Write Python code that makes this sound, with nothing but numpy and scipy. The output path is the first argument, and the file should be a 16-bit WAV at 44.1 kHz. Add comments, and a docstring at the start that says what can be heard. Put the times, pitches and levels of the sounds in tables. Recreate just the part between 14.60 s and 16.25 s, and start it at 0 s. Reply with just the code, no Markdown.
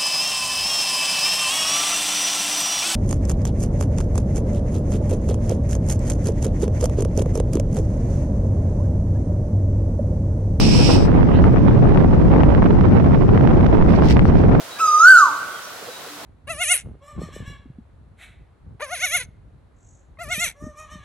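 """Under a tree outdoors, on a stereo pair of microphones. A koel calls once from overhead: a loud,
nearly pure whistle that sags, swells upward and falls away, just overloading at its loudest.
Trunks and leaves scatter it into a fading tail. Far off, small birds chirp, and a few low hoots
and dull thuds sound over a faint hush."""
import sys
import numpy as np
from scipy import signal
from scipy.fft import rfft, irfft
from scipy.io import wavfile
from scipy.ndimage import uniform_filter1d

SR = 44100
rng = np.random.default_rng(int(sys.argv[2]) if len(sys.argv) > 2 else 0)


def inscribe(sig):
    """Save sig as 16-bit PCM at rate SR to the path in sys.argv[1].

    A 1-D sig is mono; a 2-D sig holds one channel per row.
    Samples are clipped to [-1, 1] before scaling.
    """
    pcm = np.round(np.clip(np.atleast_2d(sig).T, -1, 1) * 32767)
    wavfile.write(sys.argv[1], SR, pcm.astype(np.int16))


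N = 72765
T = np.arange(N) / SR

# The whistle's glide. Each row: time in seconds, pitch in Hz.
KOEL_PITCH = [(0.188, 1169), (0.205, 1336), (0.232, 1291), (0.275, 1243), (0.33, 1217), (0.375, 1230),
              (0.41, 1290), (0.45, 1429), (0.485, 1534), (0.515, 1556), (0.555, 1442), (0.6, 1289),
              (0.655, 1047), (0.71, 830)]
# The whistle's loudness as heard under the tree, with brief dips where echoes interfere.
# Each row: time in seconds, level in dB.
KOEL_LEVEL = [(0.185, -41), (0.205, -20.5), (0.23, -14), (0.26, -14.5), (0.273, -24.5), (0.283, -12),
              (0.33, -15.5), (0.37, -13), (0.394, -14), (0.405, -9.5), (0.43, -9.5), (0.445, -5),
              (0.515, -3.5), (0.57, -7.5), (0.612, -13), (0.635, -7), (0.65, -19), (0.685, -25.5),
              (0.71, -37.5)]
# The overtones die before the whistle does. Each row: time in seconds, their shared level in dB.
KOEL_BRIGHTNESS = [(0.19, -28), (0.205, -17.5), (0.245, -12.5), (0.33, -16), (0.42, -12.5), (0.47, -7.5),
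                   (0.52, -10), (0.56, -9.5), (0.6, -10.5), (0.66, -38)]
# Each row: multiple of the pitch, dB on top of the shared level, extra dB at the harsh start,
# extra dB at the top of the swell.
KOEL_OVERTONES = [(2, -43, 27.5, 8.5), (3, -35.5, 4, 7.5), (4, -26.5, 5.5, -5.5), (5, -22, -4, -1.5),
                  (6, -36.5, 17, -3.5), (7, -35.5, -2, 1.5), (8, -46, 3, 2), (9, -37.5, 3, -4)]

def koel(jitter=0.0027, shimmer_db=3.5, hoarse_db=-4, hoarse_hz=170, rasp_hz=232):
    """Overhead, one gliding whistle with a raspy start; its weak overtones turn hoarse as it swells."""
    hz = curve(KOEL_PITCH, smooth_s=0.016) * (1 + jitter * wander(102))
    phase = 2 * np.pi * np.cumsum(hz) / SR
    gain = undb(curve(KOEL_LEVEL, smooth_s=0.0094))
    sounding = (T > KOEL_LEVEL[0][0]) & (T < KOEL_LEVEL[-1][0])
    gate = uniform_filter1d(1. * sounding, size=200)
    onset = np.exp(-((T - 0.199) / 0.027) ** 2)
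    swell = np.exp(-((T - 0.516) / 0.081) ** 4)
    hoarseness = undb(hoarse_db) * gain / gain.max()
    bright_db = curve(KOEL_BRIGHTNESS, smooth_s=0.006)
    voice = gain * np.sin(phase)
    for multiple, db, onset_db, swell_db in KOEL_OVERTONES:
        angle = multiple * phase
        noise_skirt = wander(hoarse_hz) * np.sin(angle) + wander(hoarse_hz) * np.cos(angle)
        level_db = bright_db + db + onset_db * onset + swell_db * swell + shimmer_db * wander(49)
        voice += undb(level_db) * (np.sin(angle) + hoarseness * noise_skirt)
    rasp_depth = 0.73 * np.exp(-((T - 0.1942) / 0.013) ** 2)
    rasp = 1 + rasp_depth * np.sin(2 * np.pi * rasp_hz * T)
    return np.sqrt(2) * voice * gate * rasp


# Echoes off nearby trunks and the ground. Each row: delay in seconds, level in dB.
TRUNK_ECHOES = [(0.024, -16.5), (.036, -20), (0.061, -23), (.0685, -24), (.098, -20.5)]
# Scatter from twigs, near crowns and far trees.
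# Each row: delay in seconds, seconds to fade by 60 dB, level in dB, extra dB in the treble.
FOLIAGE_SCATTER = [(.001, .07, -21, 18), (0.016, 0.385, -13, 10), (0.053, 1.304, -17, 5)]
# The tone of that scatter. Each row: frequency in Hz, gain in dB.
FOLIAGE_COLOUR = [(800, 4.5), (1000, 1.5), (1250, 2), (1550, 0), (3000, 1.5), (7500, -1)]

def trees(calls, treble_hz=3000, rise_s=0.0078, left_lead_s=5.6e-5):
    """Calls reach the microphones directly, as echoes, and as dense scatter, brightest from close by."""
    size = 2 * N
    f = np.fft.rfftfreq(size, 1 / SR)
    paths = 1 + sum(undb(db) * np.exp(-2j * np.pi * f * delay) for delay, db in TRUNK_ECHOES)
    treble = f ** 4 / (f ** 4 + treble_hz ** 4)
    likeness = 0.72 / (1 + (np.fft.rfftfreq(N, 1 / SR) / 6000) ** 2)
    for delay, t60, db, treble_db in FOLIAGE_SCATTER:
        age = np.maximum(T - delay, 0)
        fade = (1 - np.exp(-age / rise_s)) * np.exp(-np.log(1000) * age / t60)
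        tail = unit(fade) / np.sqrt(N) * stereo_noise(1, likeness)
        colour = undb(db + treble_db * treble + by_freq(FOLIAGE_COLOUR, f))
        paths = paths + rfft(tail, size) * colour
    mic_timing = np.array([np.exp(2j * np.pi * f * left_lead_s), np.ones(len(f))])
    at_mics = irfft(rfft(calls, size) * mic_timing * paths, size)[:, :N]
    return at_mics * pan(-1.6)


# Small birds far off. Each row: start and length in seconds, first and last pitch in Hz, level in dB.
BIRD_CHIRPS = [(.105, 0.06, 3870, 3880, -38.5), (.163, 0.03, 1647, 1670, -36.5),
               (.925, .08, 3356, 3037, -45), (1.03, .03, 5950, 5850, -41), (1.305, .075, 3900, 3830, -42)]
# Low hoots in the distance, with the same columns.
LOW_HOOTS = [(.52, 0.237, 276, 303, -49), (1.485, .13, 294, 288.3, -43.5)]

def far_calls(notes, waver):
    """Faint, slightly unsteady gliding notes, a long way from the microphones."""
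    calls = np.zeros(N)
    for start, length, first_hz, last_hz, db in notes:
        progress = np.clip((T - start) / length, 0, 1)
        hz = (first_hz + (last_hz - first_hz) * progress) * (1 + waver * wander(148))
        arch = np.sqrt(4 * progress * (1 - progress))
        calls += undb(db) * arch * np.sin(2 * np.pi * np.cumsum(hz) / SR)
    return calls


# Each row: start in seconds, centre in Hz, width in Hz, decay in seconds, level in dB.
FAR_THUDS = [(.49, 310, 70, 0.027, -41), (1.215, 470, 150, 0.022, -39), (1.279, 493, 147, 0.012, -27),
             (1.468, 500, 140, 0.013, -36)]

def thuds(attack_s=0.003):
    """Dull thuds from far away: narrow bands of low noise that fade quickly."""
    f = np.fft.rfftfreq(N, 1 / SR)
    out = np.zeros((2, N))
    for start, hz, width, decay, db in FAR_THUDS:
        age = np.maximum(T - start, 0)
        body = stereo_noise(1 / (1 + (2 * (f - hz) / width) ** 2), likeness=0.8)
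        out += undb(db) * (1 - np.exp(-age / attack_s)) * np.exp(-age / decay) * body
    return out


# The tone of the open air. Each row: frequency in Hz, relative spectral density in dB.
AIR_SPECTRUM = [(15, -69), (25, -39), (113, -11.5), (291, -12), (371, -8), (710, -3.5), (791, -8),
                (1470, -6.5), (1640, -10), (2460, -12.5), (3780, -12), (4100, -12.5), (15800, -23)]
# How alike the two microphones hear it. Each row: frequency in Hz, left-right correlation.
AIR_LIKENESS = [(30, .3), (120, .5), (500, 0.55), (1200, 0.56), (2500, 0.28), (6000, 0), (15000, 0)]

def hush(level_db=-37, waver_db=1.2, waver_below_hz=900):
    """Outdoor air all around: a gently wavering low rush under a smooth, wide hiss."""
    f = np.fft.rfftfreq(N, 1 / SR)
    air = stereo_noise(undb(by_freq(AIR_SPECTRUM, f)), by_freq(AIR_LIKENESS, f))
    rush = irfft(rfft(air) / (1 + (f / waver_below_hz) ** 4), N)
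    air += rush * (undb(waver_db * wander(6.5)) - 1)
    return air * undb(level_db) * pan(-0.9)


def undb(db):
    """Decibels to gain."""
    return 10 ** (np.asarray(db) / 20)


def pan(left_minus_right_db):
    """Gains for the left and right microphones."""
    return undb(np.array([[0.5], [-0.5]]) * left_minus_right_db)


def curve(rows, smooth_s):
    """Join (seconds, value) rows and round the corners."""
    return uniform_filter1d(np.interp(T, *np.array(rows, float).T), max(1, int(smooth_s * SR)))


def by_freq(rows, hz):
    """Read (Hz, value) rows on a log-frequency axis."""
    f, values = np.array(rows, float).T
    return np.interp(np.log(hz + 1), np.log(f), values)


def unit(x):
    """Scale to rms 1."""
    return x / np.sqrt(np.mean(x ** 2))


def wander(rate_hz):
    """Smooth random drift with rms 1."""
    f = np.fft.rfftfreq(N, 1 / SR)
    return unit(irfft(rfft(rng.standard_normal(N)) / (1 + (f / rate_hz) ** 4), N))


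def stereo_noise(gain, likeness):
    """Two noises with a given spectrum and left-right correlation."""
    mid, side = rfft(rng.standard_normal((2, N)))
    pair = np.sqrt(1 + likeness) * mid + np.sqrt(1 - likeness) * side * np.array([[1], [-1]])
    return unit(irfft(gain * pair, N))


def scene():
    """From under the tree: the birds through the foliage, over distant thuds and the hush."""
    calls = koel() + far_calls(BIRD_CHIRPS, waver=0.0084) + far_calls(LOW_HOOTS, waver=0.0091)
    return trees(calls) + thuds() + hush()


def record(dry, top_hz=15900):
    """The recorder clips at full scale and cuts the highest treble."""
    lowpass = signal.ellip(8, 0.1, 70, top_hz, fs=SR, output="sos")
    return signal.sosfilt(lowpass, np.clip(dry, -1, 1))


dry = scene()
out = record(dry)
inscribe(out)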